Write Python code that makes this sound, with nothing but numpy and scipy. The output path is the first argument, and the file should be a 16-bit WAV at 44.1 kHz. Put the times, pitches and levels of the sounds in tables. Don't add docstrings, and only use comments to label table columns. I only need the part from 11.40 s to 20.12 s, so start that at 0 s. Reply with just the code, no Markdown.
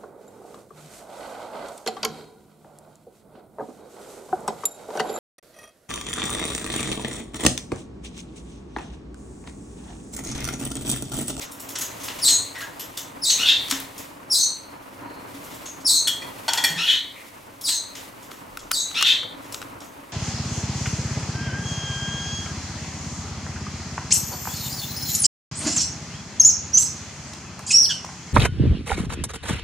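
import sys
import numpy as np
from scipy import signal
from scipy.fft import rfft, irfft
from scipy.io import wavfile

SR = 44100
rng = np.random.default_rng(int(sys.argv[2]) if len(sys.argv) > 2 else 0)


def attenuation_scalar(level_db):
    decades = np.asarray(level_db, float) / 20
    return 10 ** decades


def generate_wav(signal):
    frames = np.transpose(np.atleast_2d(signal))
    scaled = np.clip(frames, -1, 1) * 32767
    pcm = np.round(scaled).astype(np.int16)
    wavfile.write(sys.argv[1], SR, pcm)


N = 384552
T = np.arange(N) / SR


def unit(x):
    return x / np.sqrt(np.mean(x ** 2) + 1e-20)


def top_one(x):
    return x / np.abs(x).max()


def at_hz(points, hz):
    table_hz, value = np.transpose(points)
    return np.interp(np.log(np.maximum(hz, 1)), np.log(table_hz), value)


def drift(rate_hz, size):
    r = np.exp(-2 * np.pi * rate_hz / SR)
    settle = 20000
    noise = rng.standard_normal(size + settle)
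    return unit(signal.lfilter([1], [1, -2 * r, r * r], noise)[settle:])


def band(x, low_hz, high_hz):
    limits = [low_hz, min(high_hz, .45 * SR)]
    return signal.sosfilt(signal.butter(2, limits, "band", fs=SR, output="sos"), x)


def peak(x, hz, width_hz):
    r = np.exp(-np.pi * width_hz / SR)
    feed = np.array([1, 0, -1]) * (1 - r * r) / 2
    return signal.lfilter(feed, [1, -2 * r * np.cos(2 * np.pi * hz / SR), r * r], x)


def add(out, s, x):
    i = round(s * SR)
    out[i:i + len(x)] += x[:N - i]


def phase_of(hz):
    return 2 * np.pi * np.cumsum(hz) / SR


def edges_of(t, length):
    return np.clip(np.minimum(t / 0.0016, (length - t) / 0.045), 0, 1)


# (start [s], length [s], level [dB], second voice [dB], octave [dB])
CHIRP_CALLS = [
    (0.814, .145, -17, 1.5, 2.5),
    (1.816, 0.13, -19, 7, -3.5),
    (2.898, 0.17, -17, 2.5, -3),
    (4.446, .16, -14.5, -4, -2),
    (6.232, 0.15, -21.5, -0.5, -2),
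    (7.312, 0.13, -21.5, 1, -4.5),
]
# (time into the chirp [s], pitch [Hz])
CHIRP_GLIDE = [(0, 5070), (.008, 5500), (.016, 5397), (.024, 4850), (.036, 4787), (.043, 3941),
               (.065, 4250), (.2, 4340)]
# (pitch scale [ratio], pace [ratio], second voice [Hz])
CHIRP_VOICING = [(.97, 1.2, 6900), (.97, 1.1, 6450), (1.01, .9, 6350), (.99, 0.91, 6500), (.98, 1.2, 6500),
                 (.94, 1.1, 6600)]


def chirps(wobble, rough_db):
    out = np.zeros(N)
    calls = zip(CHIRP_CALLS, CHIRP_VOICING)
    for (s, length, level_db, second_db, octave_db), (scale, pace, second_hz) in calls:
        t = T[:round(length * SR)]
        size, done = len(t), t / length
        db = level_db - 20.5 * np.clip(1 - t / 0.021, 0, 1) - 6.5 * done
        db -= np.clip(5 * done - 4, 0, 1)
        second_db = second_db - 28 * np.clip(1 - done / 0.85, 0, 1)
        octave_db = octave_db - np.interp(done, [0, 0.43, 1], [6, 0, 12.5])
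        hoarse = np.clip(t / 0.0375, 0, 1)

        hz = scale * np.interp(t * pace, *np.transpose(CHIRP_GLIDE))
        phase = phase_of(hz * (1 + wobble * hoarse * drift(286, size=size)))
        second_sag = 0.5 * (t - length / 2)
        second = phase_of(second_hz * (1 - second_sag + 0.0278 * drift(406, size=size)))
        tone = np.sin(phase) + attenuation_scalar(octave_db) * np.sin(2 * phase)
        tone += attenuation_scalar(octave_db - 19.0) * np.sin(3 * phase)
        second_voice = np.sin(second) + 0.031 * np.sin(second + phase)
        tone += np.clip((t - .04) / 0.05, 0, 1) * attenuation_scalar(second_db) * second_voice

        breath = attenuation_scalar(-10.5 - 12 * done) * unit(band(rng.standard_normal(size), 4600, 9300))
        tone += np.clip((t - .008) / 0.021, 0, 1) * breath
        flutter = 1.5 + rough_db / 11.7 * hoarse * drift(460, size=size)
        add(out, s, edges_of(t, length) * attenuation_scalar(db + 1.5) * flutter * tone)
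    return signal.sosfilt(signal.butter(12, 3700, "high", fs=SR, output="sos"), out)


# (start [s], voice breaks [s], pitch [Hz], stack [dB], rasp [dB])
SQUAWK_CALLS = [
    (1.976, 2.086, 1496, -28.5, -11.5),
    (5.367, 5.496, 1462, -29.5, -13),
    (7.542, 7.67, 1450, -26.5, -10.5),
]
# (shift of the resonances [ratio], third-kilohertz resonance [dB])
BEAK_OPENING = [(1.046, -0.5), (0.97, -0.5), (1.016, 1)]
# (frequency [Hz], level [dB])
OVERTONE_STACK = [(900, -6), (1400, -4.5), (2800, 9), (4100, 6), (5500, -2), (7000, -12.5), (11000, -18)]
# (frequency [Hz], width [Hz], level [dB])
THROAT_RESONANCES = [(1450, 150, -20), (1900, 510, -13.5), (2610, 290, 0.5), (3062, 85, 0),
                     (3396, 340, 7.5), (3830, 360, 0), (4250, 280, 3), (6320, 3000, -11.5),
                     (11800, 2200, -20.5)]


def squawks(wobble, rasp_per_s):
    out, t = np.zeros(N), T[:SR // 3]
    size = len(t)
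    calls = zip(SQUAWK_CALLS, BEAK_OPENING)
    for (s, broken_s, top_hz, stack_db, rasp_db), (scale, open_db) in calls:
        after = np.maximum(t + s - broken_s, 0)
        before = np.maximum(broken_s - s - t, 0)
        hz = top_hz * (1 - 0.3 * np.exp(-t / 0.02))
        break_db = 14
        turn_db = break_db * np.clip(before / 0.054, 0, 1)
        onset_db = 30 * np.clip(1 - t / 0.016, 0, 1)
        stack_db = stack_db - 0.5 * onset_db - 74 * t - break_db + turn_db - 357 * after
        rasp_db = rasp_db - onset_db - turn_db - 107 * before - 230 * after
        rasp_db -= 250 * np.maximum(after - 0.046, 0)

        phase = phase_of(hz * (1 + wobble * drift(480, size=size)))
        stack = sum(attenuation_scalar(at_hz(OVERTONE_STACK, k * hz)) * np.sin(k * phase) for k in range(1, 9))
        pulses = (rng.random(size) < rasp_per_s / SR) * rng.uniform(.3, 1, size)
        throb = np.cumsum(240 * (1 + 0.14 * drift(60, size=size))) / SR % 1
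        pulses = pulses * (.25 + np.exp(-4 * throb))
        rasp = np.zeros(size)
        for k, (f, width_hz, db) in enumerate(THROAT_RESONANCES):
            ring = peak(peak(pulses, scale * f, width_hz), scale * f, 3.5 * width_hz)
            rasp += (-1) ** k * attenuation_scalar(db + open_db * (k == 3)) * unit(ring)
        voice = attenuation_scalar(stack_db) * (1 + .5 * drift(450, size=size)) * stack
        voice += attenuation_scalar(rasp_db) * unit(rasp)
        add(out, s, edges_of(t, t[-1]) * voice)
    return out


def crack(low_db, high_db, t60, rise_s, click=0):
    t = T[:SR // 5]
    white = rng.standard_normal(len(t)) * attenuation_scalar(-60 * t / t60) * np.clip(t / rise_s, 0, 1)
    white[0] += click
    low = band(white, 700, 3000)
    middle = -band(white, 3000, 8000)
    high = band(white, 8000, 16500)
    return attenuation_scalar(low_db) * top_one(low) + top_one(middle) + attenuation_scalar(high_db) * top_one(high)


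# (time [s], peak [dB], hollow thud [dB], middle part [dB], bright part [dB])
DISH_CLINKS = [
    (4.6722, -8, -25.5, -28, -6.5),
    (4.819, -34, -23, -1, -19.5),
    (5.081, -11, -4, -16, -25),
    (5.175, -11.5, -9, -14, -36),
    (5.239, -6, -16, -12.5, -5.5),
]
# (frequency [Hz], level [dB], t60 [s])
DISH_MODES = [(880, 10, 0.025), (1450, 4.5, 0.1), (1930, 14, 0.041), (2380, 12, 0.1), (3060, -7, 0.14),
              (3270, -7.5, 0.38), (3365, 2, .07), (4350, 4, 0.052), (5510, -9, 0.061), (6200, -15, 0.103),
              (6880, -14, 0.29), (8130, 4, 0.071), (9755, -2, 0.071), (11460, -2, 0.063)]


def dishes():
    out, t = np.zeros(N), T[:SR // 2]
    for s, db, thud_db, middle_db, bright_db in DISH_CLINKS:
        touch = rng.standard_normal(len(t)) * attenuation_scalar(-20.5 - 60 * t / 0.082)
        touch[[0, round(.008 * SR)]] += [.6, 1.7]
        for hz, level_db, t60 in DISH_MODES:
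            ring = peak(touch, hz, 2.2 / t60) + .7 * peak(touch, hz + 45, 2.2 / t60)
            colour_db = np.select([hz < 1600, hz < 2700, hz > 6000], [thud_db, middle_db, bright_db], 0)
            spread_db = 2 * rng.uniform(-1.7, 1)
            add(out, s, attenuation_scalar(db - 10.5 + level_db + colour_db + spread_db) * top_one(ring))
        add(out, s, attenuation_scalar(db - 7.0) * crack(thud_db, bright_db, t60=0.039, rise_s=0.00095))
        add(out, s + 0.0088, attenuation_scalar(db - 10) * crack(thud_db, bright_db, t60=0.053, rise_s=0.0027))
    return band(out, 290, 14600)


def splat(low_db, high_db):
    return crack(low_db, high_db, t60=.11, rise_s=.006) * (1 + .5 * drift(120, size=SR // 5))


# (time [s], peak [dB], below 3 kHz [dB], above 8 kHz [dB])
WET_SPLATS = [(.0094, -19.5, -18, -20), (0.2887, -24.5, -19, 3.5), (0.3525, -19, -9.5, -34),
              (0.383, -26, -39, 6.5), (0.6333, -21.5, -14, 2.5), (0.6806, -21, 4.5, -25),
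              (0.7865, -24.5, -3, -9), (1.5718, -18, -15, -0.5), (2.2979, -12.5, -94, -6.5),
              (2.311, -13.5, -1, -36), (2.578, -30.5, -12, 5), (4.04, -41, -12, 11), (4.141, -39, -7, 10),
              (4.1046, -32.5, -6, -23), (4.4036, -32, -31, -8), (5.1338, -16, 2, -3),
              (6.211, -25.5, -25, 5), (6.553, -24.5, -6.5, -28), (6.821, -37, -15, 3), (6.911, -36, 2.5, 5),
              (6.96, -47, 0, 0), (7.1908, -30.5, -18, -19), (8.0436, -35, 0, -15),
              (8.1222, -22.5, -43.5, -3), (8.4024, -32.5, -25, -18)]
# (time [s], peak [dB], below 3 kHz [dB], above 8 kHz [dB], ringing pitch [Hz])
RINGING_TAPS = [(.1152, -34.5, -20, 8.5, 9120), (.198, -36, -25, 8.5, 7350), (0.411, -20.5, -8.5, 1, 6600),
                (.603, -33, -13, -12, 6200), (0.8794, -4.5, -21, -20, 4320), (1.1515, -34, 9, -15, 1964),
                (1.1791, -34, -13, 5, 1900), (1.204, -32.5, 11.5, 5, 4440), (1.2191, -35, 1, -20, 1665),
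                (1.3957, -21.5, -12, -11, 11950), (1.405, -36, -8, -18, 3420),
                (1.9002, -6, -45.5, -36, 4350), (4.2584, -26.5, -9.5, -31, 6460),
                (5.2896, -23.5, 4.5, -25, 4330), (5.359, -30, -3, -10, 1814), (6.283, -14.5, -9, -6, 4630),
                (8.4421, -42, -9, 4, 6400)]


def taps():
    out, t = np.zeros(N), T[:SR // 5]
    lead_s = .002
    for s, db, low_db, high_db in WET_SPLATS:
        add(out, s - lead_s, attenuation_scalar(db) * splat(low_db, high_db))
    for s, db, low_db, high_db, hz in RINGING_TAPS:
        ring = peak(rng.standard_normal(len(t)) * attenuation_scalar(-60 * t / .15), hz, .035 * hz)
        ring_db = 2.5 + 6 * (hz < 2000)
        add(out, s - lead_s, attenuation_scalar(db) * (splat(low_db, high_db) + attenuation_scalar(ring_db) * top_one(ring)))
    return band(out, 420, 13000)


# (time [s], peak [dB], below 3 kHz [dB], above 8 kHz [dB])
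NEAR_TICKS = [(2.2844, -19, -7, -13.5), (2.3115, -0.5, -20, -9), (2.4017, -30, -5, 16.5),
              (5.1344, -1, -40.5, -13), (6.916, -27, 0, -20.5), (7.1726, -24.5, 4.5, 4.5),
              (7.3111, -25.5, 8, -15), (7.315, -8, -1, 5), (7.514, -26.5, -1, -17), (7.612, -25.5, 12, 9),
              (7.6257, -0.5, -6, -12), (7.8315, -36, 14.5, -29), (8.1446, -12, -13, -41),
              (8.217, -25, 0.5, -5), (8.226, -35, 13, -23)]


def ticks():
    out = np.zeros(N)
    for s, db, low_db, high_db in NEAR_TICKS:
        snap = crack(low_db, high_db, t60=.014, rise_s=.001, click=5)
        knock = peak(peak(snap, 1390, 260), 1153, 340)
        add(out, s, attenuation_scalar(db - 0.5) * (snap + attenuation_scalar(low_db - 6.0) * top_one(knock)))
    return band(out, 950, 19000)


def ports(x):
    paths = rng.standard_normal(round(0.0019 * SR))
    side = attenuation_scalar(-13) * np.convolve(x, paths / np.linalg.norm(paths))[:N]
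    return np.array([x + side, x - side])


# (time [s], peak [dB], pitch [Hz])
PERCH_BUMPS = [
    (2.319, -22.5, 270.4),
    (3.941, -32, 282),
    (5.3, -29.5, 160.5),
    (5.358, -28.5, 169.6),
    (7.827, -38, 483),
]
# (start [s], length [s], level [dB])
HAND_RUMBLE = (7.0, 0.48, -53)


def bumps():
    out, t = np.zeros(N), T[:SR // 2]
    for s, db, hz in PERCH_BUMPS:
        swell = attenuation_scalar(db - 60 * t / 0.23) * np.clip(t / 0.0086, 0, 1)
        add(out, s, swell * np.sin(2 * np.pi * hz * t))
    s, length, db = HAND_RUMBLE
    size = round(length * SR)
    add(out, s, attenuation_scalar(db) * np.hanning(size) * unit(band(rng.standard_normal(size), 22, 47)))
    return out


# (start [s], length [s], pitch [Hz], level [dB])
DISTANT_WHISTLES = [
    (3.552, 0.34, 4280, -53),
    (3.595, 0.051, 940, -38),
    (5.73, 0.083, 2210, -40),
]


def far_whistles():
    out = np.zeros(N)
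    for s, length, hz, db in DISTANT_WHISTLES:
        size = round(length * SR)
        tone = peak(peak(rng.standard_normal(size), hz, 400), hz, 400)
        add(out, s, attenuation_scalar(db) * np.hanning(size) * unit(tone))
    return out


def diffuse(mid, side, side_db):
    size = len(side)
    hz = np.arange(size // 2 + 1) * SR / size
    side = irfft(rfft(side) * attenuation_scalar(at_hz(side_db, hz)), size)
    return np.array([mid + side, mid - side])


# (frequency [Hz], t60 [s])
ROOM_DECAY = [(300, 0.72), (2000, 0.44), (5000, 0.37), (9000, 0.33), (15000, 0.26)]
# (frequency [Hz], side minus mid [dB])
ECHO_WIDTH = [(300, -34), (1000, -11), (3000, -10), (7000, -11), (15000, -27)]


def room(x):
    t = T[:SR]
    white = rng.standard_normal((2, SR))
    tail = np.zeros((2, SR))
    for low_hz in 70 * 2 ** np.arange(0, 8.):
        t60 = at_hz(ROOM_DECAY, np.sqrt(2) * low_hz)
        tail += band(white, low_hz, 2 * low_hz) * attenuation_scalar(-60 * t / t60)
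    tail = diffuse(*(tail * np.clip(t / 0.00067, 0, 1)), ECHO_WIDTH)
    return signal.fftconvolve(x[None], tail / np.sqrt(np.sum(tail[0] ** 2)), axes=1)[:, :N]


# (frequency [Hz], side minus mid [dB])
AIR_WIDTH = [(60, -31), (130, -8), (290, -7), (640, 2), (1410, 1), (3100, -4.5), (8000, -8.5),
             (15000, -22.5)]


def air(spectrum, peaks, patchy_db):
    white = rng.standard_normal((2, N))
    hz = np.arange(N // 2 + 1) * SR / N
    body = unit(irfft(rfft(white) * attenuation_scalar(at_hz(spectrum, hz)), N))
    body = body + sum(attenuation_scalar(db) * unit(peak(white, f, width_hz)) for f, width_hz, db in peaks)
    return unit(diffuse(*body, AIR_WIDTH)) * attenuation_scalar(patchy_db * drift(22.5, size=N))


# (start [s], length [s], level [dB])
FEATHER_SHAKES = [(0, 0.064, -45), (0.04, 1.37, -52), (0.59, .45, -54), (1.117, 0.79, -59.5),
                  (1.854, 0.28, -43.5), (2.135, 0.38, -46.5), (2.43, .35, -56), (3.755, 0.71, -55.5),
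                  (3.853, .25, -60), (4.51, 0.92, -54.5), (5.175, 0.21, -48), (5.352, 0.28, -48.5),
                  (5.496, 0.63, -59), (6.166, 1.3, -64), (6.497, 0.24, -53), (7.395, 0.39, -55.5),
                  (7.955, 0.42, -57.5)]
# (frequency [Hz], level per Hz [dB])
HISS_COLOUR = [(1000, -8), (1700, -17.5), (1920, -3.5), (3850, -7.5), (5480, -10), (13400, -11),
               (15900, -16.5), (16100, -40)]


def feathers():
    power = np.full(N, attenuation_scalar(-62) ** 2)
    for s, length, db in FEATHER_SHAKES:
        add(power, s, attenuation_scalar(db) ** 2 * np.hanning(round(length * SR)))
    return np.sqrt(power) * attenuation_scalar(10) * air(HISS_COLOUR, [], patchy_db=1.1)


# (time [s], level [dB])
HUM_LEVEL = [(0, -41.5), (.85, -38), (1.2, -41.5), (1.95, -42), (2.2, -37.5), (2.5, -41.5), (3.2, -42.5),
             (3.75, -39), (4.4, -41), (4.8, -39), (5.3, -40), (5.46, -46), (6.1, -44.5), (6.9, -42.5),
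             (7.7, -42.5), (8.2, -39.5), (8.72, -42.5)]
# (frequency [Hz], level per Hz [dB])
HUM_COLOUR = [(15, -56), (25, -14), (69, -9), (115, -6), (245, -4.5), (277, -4), (447, -7.5), (558, -5),
              (784, -9.5), (939, -5), (1710, -14), (1930, -15.5), (3000, -20.5), (3900, -59), (6600, -120)]
# (frequency [Hz], width [Hz], level [dB])
HUM_RESONANCES = [(95.4, 4.7, -20), (115.2, 3.3, -18), (280.8, 17.4, -10)]


def appliance_hum():
    level = attenuation_scalar(np.interp(T, *np.transpose(HUM_LEVEL)))
    return level * air(HUM_COLOUR, HUM_RESONANCES, patchy_db=1.57)


def scene():
    voices = chirps(wobble=0.03145, rough_db=6.5) + squawks(wobble=0.031, rasp_per_s=2500)
    voices += far_whistles()
    clinks, splats, near, soft = dishes(), taps(), ticks(), bumps()
    wet = room(attenuation_scalar(2.0) * voices + clinks + attenuation_scalar(-3.5) * splats + attenuation_scalar(-14.5) * (near + soft))
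    direct = attenuation_scalar(-6) * voices + attenuation_scalar(1.5) * clinks + attenuation_scalar(-5.5) * splats + ports(near) + soft
    lean = attenuation_scalar(np.array([[.7], [-.7]]))
    return lean * (direct + wet) + appliance_hum() + feathers()


def top_cut(x):
    return signal.sosfilt(signal.butter(12, 16820, fs=SR, output="sos"), x)


def record(dry):
    rounded = 1.05 * np.tanh(dry / 1.1)
    mix = signal.sosfilt(signal.ellip(8, .5, 60, 15950, fs=SR, output="sos"), rounded)
    return top_cut(mix)


dry = scene()
out = record(dry)
generate_wav(out)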